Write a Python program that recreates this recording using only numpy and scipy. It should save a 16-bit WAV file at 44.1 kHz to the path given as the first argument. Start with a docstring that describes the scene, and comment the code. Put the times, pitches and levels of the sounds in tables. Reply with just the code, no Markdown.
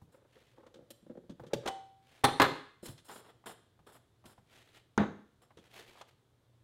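"""A light tap, then wood creaks in stuttering knocks close to the microphone: pliers lever at the steel
strap of a crate until the seal snaps and the strap twangs. The pliers clatter onto the bench, the strap
is dragged over the boards in short scrapes, the crate thumps down and hands brush it.
The place is a small, live workshop with a faint hum; the loudest blows overload the microphone."""
import sys
import numpy as np
from scipy import signal
from scipy.fft import rfft, irfft
from scipy.io import wavfile
from scipy.ndimage import map_coordinates

SR = 44100
rng = np.random.default_rng(int(sys.argv[2]) if len(sys.argv) > 2 else 0)


def master(y):
    """Save y as 16-bit WAV."""
    cut = np.clip(np.atleast_2d(y).T, -1, 1)
    pcm = np.round(cut * 32767)  # scale
    wavfile.write(sys.argv[1], SR, pcm.astype(np.int16))


N = 292620

# jaws and strap slipping on the crate: start_s, knock_db, bass_tilt_db_per_octave, click_db, stutter_s
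JAW_SLIPS = [(.581, -50.5, -10.5, -70, 0.021), (0.665, -49, -9, -59, 0.02), (0.741, -52, -5, -52, 0.0067),
             (0.756, -48, -4, -60, 0.038), (.789, -47.5, -2, -78, 0.033), (0.823, -52, 9, -88, 0.014),
             (0.9057, -45.5, -0.5, -47.5, 0.0069), (1.029, -53, 9, -88, 0.01),
             (1.065, -47.5, 5, -75, 0.016), (1.097, -37.5, 2, -72, 0.035), (1.153, -45.5, -2.5, -87, .008),
             (1.173, -38.5, 1, -70, 0.017), (1.237, -51.5, 0, -87, .008), (1.295, -35.5, 14, -52.5, 0.046),
             (1.397, -43, -5, -84, 0.009), (1.435, -42, -4, -60, 0.011), (1.465, -46, 10, -53.5, 0.032),
             (1.533, -21, -6, -28.5, .005), (1.6587, -31.5, -7.5, -36, 0.0087),
             (1.674, -36, -15, -28, 0.0043), (1.682, -44, -2, -34.5, 0.0046),
             (2.83, -39.5, 0.5, -60, 0.017), (2.856, -43.5, 1, -44.5, 0.066),
             (2.884, -44, 0, -46.5, 0.0092), (2.978, -63, 4, -50.5, 0.053), (4.256, -49.5, 1.5, -50, .008),
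             (5.571, -49, 6.5, -53.5, 0.079), (6.012, -78, 7, -45, .005)]
# light taps on the boards: start_s, rap_db, thud_db
BOARD_TAPS = [(0.015, -60, -51), (0.58, -69, -74), (.668, -58, -73), (1.396, -45.5, -49), (1.542, -46, -41),
              (1.678, -30, -55), (2.2365, -24.5, -44), (2.875, -53, -43.5), (3.439, -56, -78),
              (3.79, -60.5, -63), (3.951, -54.5, -66), (4.24, -56, -57), (4.378, -55, -59),
              (5.505, -56, -65), (5.577, -56, -61.5), (5.952, -55.5, -80), (5.974, -54, -83),
              (6.01, -43.5, -85)]
# the pliers landing and bouncing: start_s, bench_db, thud_db, steel_db, crack_db
PLIER_BOUNCES = [(2.2405, -16, -24.5, -20.5, -24), (2.248, -31, -34.5, -17.5, -30.5),
                 (2.283, -28.5, -34.5, -44.5, -55.5), (2.3982, -11, -26.5, -38.5, -31),
                 (2.4169, -15.5, -31.5, -38.5, -22), (2.424, -25.5, -38.5, -37.5, -29),
                 (2.440, -23.5, -38.5, -50, -48.5), (2.449, -26.5, -39.5, -54.5, -48)]
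# drags of the strap, plus a bright 4 ms hiss at 0.904 s that sharpens the jaw click there: start_s, length_s,
# hiss_db, board_db, fade_db
STRAP_DRAGS = [(0.119, 0.059, -72.5, -69, 9.5), (.904, .004, -36, -79, 13), (2.825, 0.039, -60, -67.5, -7),
               (2.854, 0.013, -47, -58.5, 2.5), (2.881, 0.052, -54, -57, 10.5),
               (3.045, .036, -62, -65.5, 4), (3.082, 0.038, -56, -48, 5.5), (3.109, 0.095, -56.5, -51.5, 6),
               (3.207, .1, -80, -65.5, -6), (3.458, 0.069, -50.5, -44.5, 11.5),
               (3.864, 0.049, -66.5, -56, 7), (3.918, 0.054, -66.5, -62.5, 1),
               (4.252, 0.08, -64, -60.5, 6.5), (5.417, 0.04, -67.5, -58.5, 14.5)]

# smooth swells: peak_s, rise_s, fall_s, level_db
LID_PUSHES = [(.18, 0.12, 0.14, -67), (.38, 0.055, 0.1, -66), (.61, 0.078, 0.096, -61),
              (.79, 0.13, 0.25, -69), (1.45, 0.054, 0.12, -57.5), (1.58, 0.04, 0.039, -67),
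              (1.672, 0.058, 0.05, -45.5)]  # the pliers strain the lid
RUB_STROKES = [(.375, 0.11, 0.27, -70), (2.16, 0.15, .09, -64.5), (4.57, .11, 0.12, -61.5),
               (4.69, 0.03, .08, -68), (4.765, .04, 0.047, -60.5), (5.66, 0.088, 0.051, -68.5),
               (5.775, 0.068, 0.093, -52.5), (5.875, 0.014, .09, -60), (6.005, 0.078, 0.016, -59.5),
               (6.09, .025, 0.036, -69.5)]
HUM_SWELLS = [(6.57, 0.16, .3, -71)]

# modes of the struck parts: pitch_hz, level_db, t60_s
LID_MODES = [(115.5, -30.5, 0.058), (156.8, -12, 0.087), (221.4, -2.5, 0.046), (255.6, -3.5, 0.074),
             (339, -4.5, 0.096), (486, -0.5, 0.0543), (556, -2, 0.04), (835, -17, 0.059),
             (1230, -26, 0.021)]
BENCH_MODES = [(128.25, -8.5, 0.19), (153.6, -13.5, 0.3), (272, -5.5, 0.15), (415, -2, 0.25),
               (477, -2, 0.089), (620, -4.5, 0.09), (826, -3, 0.14), (1025, -4, .12), (1062, -1, 0.077),
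               (1160, -6, .12), (1313.5, -5.5, .11), (2120, -14, 0.092)]
PLIER_MODES = [(845, 3.5, 0.051), (3480, -7.5, 0.061), (3687, -5.5, .035), (4197, -5, 0.07),
               (4200, -3, .075), (5550, -13, 0.028), (8450, -11, .04), (9160, -13.5, 0.029),
               (9480, -8.5, 0.046), (10600, -15, .04)]
CRATE_MODES = [(71, -30, 0.13), (112.3, -16, 0.12), (158, -3.5, 0.053), (213, 2.5, 0.094),
               (402, -3.5, 0.085), (475, -1, 0.088), (592, -12, 0.17), (837, -4.5, 0.09),
               (930, -10.5, 0.029), (1397, -2, 0.065), (1583, -6.5, 0.047), (1710, -14, 0.041),
               (1800, -22, 0.035)]
STRAP_MODES = [(776, -3.5, 0.65), (910, -18.5, 0.4), (2330, -35, .2), (3015, -23, .3), (3350, -32.5, 0.39),
               (8500, -30, 0.28)]
# resonances of the dragged strap: centre_hz, width_hz, level_db
DRAG_RESONANCES = [(3240, 880, -13), (4100, 57, 2), (5300, 140, -3.5), (6760, 61, -3), (7480, 330, -5.5),
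                   (8020, 100, -9), (8700, 70, 3), (9220, 120, -6), (9950, 82, -1), (10310, 140, -5),
                   (11570, 74, -5), (12400, 250, -5), (13630, 130, -7)]

# spectra of the impacts: frequency_hz, level_db
BENCH_BOOM = [(40, -26), (100, -12), (190, -10.5), (280, -0.5), (700, -3.5), (950, 1.5), (1350, 0.5),
              (2200, -10), (2800, -14.5), (4000, -13), (5000, -30), (10000, -35.5), (16000, -48)]
WOOD_THUD = [(40, -17), (100, -5.5), (220, 4), (600, -4.5), (1000, -7), (1500, -8.5), (2200, -19),
             (3000, -26), (3800, -23), (5000, -41), (6600, -45), (10000, -54), (16000, -58)]
BOARD_RAP = [(80, -21), (250, -9), (500, -1), (850, 6.5), (1300, -1.5), (2000, -9.5), (3500, -19),
             (5000, -27.5), (10000, -36.5), (16000, -54)]
LOW_BUMP = [(40, -16), (80, -5.5), (140, 1.5), (230, -10.5), (400, -21), (1000, -46.5)]
STEEL_CLICK = [(150, -3), (700, -7.5), (1600, 4.5), (2300, -1), (3300, 8.5), (4700, -0.5), (6200, -1),
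               (9000, -8), (11000, -14), (16000, -22)]
PLIER_CRACK = [(300, -23), (1500, -2.5), (3800, 2.5), (5200, -3.5), (7000, -6), (9200, -10), (12000, -10),
               (16000, -13)]
NAIL_TICK = [(1000, -18), (4000, -12), (5400, 0), (6600, 3.5), (8000, -9), (10000, -8), (16000, -37)]
# spectra of the friction: frequency_hz, level_db
LID_GROAN = [(100, -26), (220, -9.5), (380, -6.5), (510, 1.5), (600, -7), (750, -14), (1250, -15),
             (3000, -33.5), (8000, -54)]
BOARD_GRIND = [(60, -19), (200, 1.5), (450, 4), (700, 3.5), (1350, 1), (1800, -4.5), (2400, -10.5),
               (3400, -7), (4500, -17), (8000, -33)]
STRAP_HISS = [(1000, -3), (3000, -2.5), (5400, 0.5), (6200, -6.5), (7300, 1.5), (10500, 1), (13500, -3.5),
              (16000, -3)]
CLOTH_BRUSH = [(150, -6.5), (400, -0.5), (700, -1.5), (1150, -6), (2000, -3), (3200, -3.5), (4000, -6.5),
               (5000, -12.5), (10500, -18.5), (16000, -25)]
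# spectra of the workshop's air and walls: frequency_hz, level_db
ROOM_TONE = [(25, -21), (60, -7), (125, -1.5), (190, -11.5), (400, -12), (750, -19.5), (1500, -24),
             (2500, -30), (3600, -25.5), (4800, -33), (10000, -36.5), (16000, -42.5)]
WALL_COLOUR = [(40, -6), (120, -0.5), (450, 0), (1000, -6), (2500, -6.5), (3800, -4), (5500, -6.5),
               (10000, -6), (16000, -7)]
# decay of the workshop: frequency_hz, t60_s
ROOM_DECAY = [(80, 0.39), (210, .44), (560, .4), (1500, 0.54), (3800, 0.54), (10000, 0.46), (16000, 0.16)]

SNAP_S, CRATE_LANDS_S = 1.683, 4.977
FADE_DB = 20  # a rise, fall or stutter time spans this many decibels
LONG_T = np.arange(SR * 3 // 5) / SR  # seconds, for the twang and the room's tail
SHORT_T = LONG_T[:8192]  # seconds, for one knock or scrape


def levering():
    """Each slip of the jaws clicks and knocks the lid, which groans when pushed; the freed strap twangs."""
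    out = np.zeros(N)
    for start_s, knock_db, tilt_db, click_db, stutter_s in JAW_SLIPS:
        for delay_s, db in stutter(stutter_s, count=3):
            knock = ring(LID_MODES, scatter_db=3.5, detune=0.042, bass_tilt_db=tilt_db)
            knock += amp(-18) * burst(WOOD_THUD, t60_s=0.059, rise_s=0.00081)
            click = burst(STEEL_CLICK, t60_s=0.042, rise_s=0.0028)
            add(out, start_s + delay_s, amp(knock_db + db) * knock + amp(click_db + db) * click)
    add(out, SNAP_S, amp(-38) * ring(STRAP_MODES, t=LONG_T))
    groan = friction(LID_GROAN, N, clump_hz=80, rough_db=5.5)
    return out + swells(LID_PUSHES) * groan


def stutter(length_s, count, gap_s=0.01, jitter=0.23):
    """The jaws catch and slip at an uneven pace, ever weaker: delay_s, level_db of each contact."""
    gaps = gap_s * np.exp(jitter * rng.standard_normal(count))
    delays = np.cumsum(gaps) - gaps[0]
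    return zip(delays, -FADE_DB * delays / length_s)


def plier_clatter():
    """The pliers hit the bench: booming boards, ringing steel that rattles at the joint, and a crack."""
    out = np.zeros(N)
    for start_s, bench_db, thud_db, steel_db, crack_db in PLIER_BOUNCES:
        add(out, start_s, amp(thud_db) * burst(LOW_BUMP, t60_s=0.061, rise_s=0.011))
        boom = burst(BENCH_BOOM, t60_s=0.071, rise_s=0.0006)
        boom += amp(-8) * ring(BENCH_MODES, scatter_db=1, detune=0.0057)
        add(out, start_s, amp(bench_db) * boom)
        add(out, start_s, amp(steel_db) * ring(PLIER_MODES, detune=0.008, rattle=0.022))
        add(out, start_s + 0.001, amp(crack_db) * burst(PLIER_CRACK, t60_s=0.04, rise_s=0.00031))
    return out


def crate_thump(far_edge_s=0.019):
    """The crate knocks down and a nail ticks; its far edge lands softly, stirring the lowest modes."""
    out = np.zeros(N)
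    knock = amp(-22) * ring(CRATE_MODES) + amp(-21.5) * burst(WOOD_THUD, t60_s=0.11, rise_s=0.00043)
    nail = amp(-32.5) * burst(NAIL_TICK, t60_s=0.011, rise_s=0.000146)
    far_edge = amp(-20.5) * ring(CRATE_MODES[:4])
    far_edge += amp(-25.5) * burst(WOOD_THUD, t60_s=0.23, rise_s=0.0064)
    add(out, CRATE_LANDS_S, knock + nail)
    add(out, CRATE_LANDS_S + far_edge_s, far_edge)
    return out


def board_taps():
    """Tool and hands touch the boards: a short rap over a low thud."""
    out = np.zeros(N)
    for start_s, rap_db, thud_db in BOARD_TAPS:
        add(out, start_s, amp(rap_db) * burst(BOARD_RAP, t60_s=0.06, rise_s=0.0011))
        add(out, start_s, amp(thud_db) * burst(LOW_BUMP, t60_s=0.2, rise_s=0.0021))
    return out


def strap_scrapes(attack_s=0.0032, release_s=0.0082):
    """The strap catches and slides: it hisses in its own resonances and grinds the boards."""
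    out = np.zeros(N)
    for start_s, length_s, hiss_db, board_db, fade_db in STRAP_DRAGS:
        attack = 1 - np.exp(-SHORT_T / attack_s)
        fade = amp(-fade_db * np.minimum(SHORT_T / length_s, 1))
        release = np.exp(-np.maximum(SHORT_T - length_s, 0) / release_s)
        hiss = friction(gripped_strap(), len(SHORT_T), clump_hz=620, rough_db=1)
        grind = friction(BOARD_GRIND, len(SHORT_T), clump_hz=150, rough_db=3)
        add(out, start_s, attack * fade * release * (amp(hiss_db) * hiss + amp(board_db) * grind))
    return out


def gripped_strap(scatter_db=3, detune=0.016):
    """Spectrum of the sliding strap: each grip shifts its resonances a little."""
    hz = np.arange(100, SR / 2, 20)
    centre_hz, width_hz, db = np.transpose(DRAG_RESONANCES)[:, :, None]
    size, shift = rng.standard_normal((2, len(DRAG_RESONANCES), 1))
    offset = 2 * (hz - centre_hz * (1 + detune * shift)) / width_hz
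    peaks = amp(db + scatter_db * size) / (1 + offset ** 2)
    resonance_db = 20 * np.log10(amp(-11) + peaks.sum(0))
    return np.column_stack([hz, along(STRAP_HISS, hz) + resonance_db])


def rubs_and_slides():
    """Skin and sleeve brush over rough wood; just before they fall, the pliers slide over it."""
    return swells(RUB_STROKES) * friction(CLOTH_BRUSH, N, clump_hz=250, rough_db=3)


def workshop_walls(x, build_s):
    """The walls' answer builds up quickly, then each frequency dies at its own speed."""
    hz, t, bands = signal.stft(rng.standard_normal(len(LONG_T)), SR, nperseg=256)
    decay = amp(-60 * t / along(ROOM_DECAY, hz)[:, None])
    tail = signal.istft(bands * decay, SR, nperseg=256)[1][:len(LONG_T)]
    tail *= 1 - np.exp(-(LONG_T / build_s) ** 2)
    return signal.fftconvolve(x, colour(tail / np.linalg.norm(tail), WALL_COLOUR))[:N]


def room_tone(hum_hz=118.6):
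    """Quiet workshop air with a faint hum that swells once."""
    air = unit(colour(rng.standard_normal(N), ROOM_TONE))
    hum = np.sin(2 * np.pi * hum_hz * np.arange(N) / SR)
    return amp(-72) * air + (amp(-74) + swells(HUM_SWELLS)) * hum


def ring(modes, scatter_db=0, detune=0, bass_tilt_db=0, rattle=0, t=SHORT_T):
    """Damped modes: the point of contact shifts their strengths and pitches, a rattle widens them."""
    hz, db, t60_s = np.transpose(modes)[:, :, None]
    size, shift = rng.standard_normal((2, len(modes), 1))
    polarity = (-1) ** np.arange(len(modes))[:, None]
    gain = polarity * amp(db + scatter_db * size - bass_tilt_db * np.log2(hz / hz[0]))
    phase_drift = np.sqrt(2 * np.pi * rattle * hz / SR) * np.cumsum(rng.standard_normal(len(t)))
    waves = np.sin(2 * np.pi * hz * (1 + detune * shift) * t + phase_drift) * amp(-60 * t / t60_s)
    end_fade = np.minimum(1, (t[-1] - t) / 0.02)
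    return np.sum(gain * waves, 0) * np.sqrt(2 / np.sum(gain ** 2)) * end_fade


def burst(spectrum, t60_s, rise_s):
    """Countless close modes struck at once: coloured noise that rises and dies."""
    envelope = amp(-60 * SHORT_T / t60_s) * (1 - np.exp(-SHORT_T / rise_s))
    noise = colour(envelope * rng.standard_normal(len(envelope)), spectrum)
    return unit(noise) * np.sqrt(np.mean(envelope ** 2))


def friction(spectrum, n, clump_hz, rough_db):
    """Tiny slips that come in clumps, coloured by the surface, at rms 1."""
    strengths = rng.standard_normal(int(n * clump_hz / SR) + 4)
    clumps = map_coordinates(strengths, [np.arange(n) * clump_hz / SR])
    return unit(colour(rng.standard_normal(n) * amp(rough_db * clumps), spectrum))


def swells(rows):
    """Gain per sample of smooth strokes that rise to a peak and fall away."""
    t = np.arange(N) / SR
    return sum(amp(db - FADE_DB * ((t - peak_s) / np.where(t < peak_s, rise_s, fall_s)) ** 2)
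               for peak_s, rise_s, fall_s, db in rows)


def colour(x, spectrum):
    """Minimum-phase filter with the given spectrum: nothing sounds ahead of a blow."""
    hz = np.fft.rfftfreq(len(SHORT_T), 1 / SR)
    cepstrum = irfft(np.log(amp(along(spectrum, hz))))
    half = len(cepstrum) // 2
    cepstrum[1:half] *= 2
    cepstrum[half + 1:] = 0
    impulse = irfft(np.exp(rfft(cepstrum)))[:half]
    return signal.oaconvolve(x, impulse)[:len(x)]


def along(points, hz):
    """Read (frequency_hz, value) points on a log frequency axis."""
    point_hz, values = np.transpose(points)
    return np.interp(np.log(hz + 1), np.log(point_hz), values)


def add(track, start_s, x):
    """Mix x into the track from start_s."""
    part = track[round(start_s * SR):][:len(x)]
    part += x[:len(part)]


def amp(db):
    """Decibels to gain."""
    return 10 ** (np.asarray(db) / 20)


def unit(x):
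    """Scale to rms 1."""
    return x / np.sqrt(np.mean(x ** 2) + 1e-20)


def scene():
    """One microphone: the levering close to it is drier than the blows that shake the bench."""
    near = levering() + board_taps()
    sliding = strap_scrapes() + rubs_and_slides()
    pliers, crate = plier_clatter(), crate_thump()
    walls = workshop_walls(amp(-10.5) * near + amp(-7.5) * sliding, build_s=0.02)
    walls += workshop_walls(amp(-7.5) * pliers + amp(-9.5) * crate, build_s=0.014)
    return (near + sliding + pliers + crate + walls + room_tone())[None]


def record(dry):
    """The microphone input flattens the loudest peaks and cuts the highest treble."""
    ceiling, top_hz = 0.25, 15900
    clipped = dry / (1 + np.abs(dry / ceiling) ** 6) ** (1 / 6)
    lowpass = signal.firwin(255, top_hz, fs=SR, window="blackman")
    return signal.fftconvolve(clipped, lowpass[None], mode="same")


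dry = scene()
out = record(dry)
master(out)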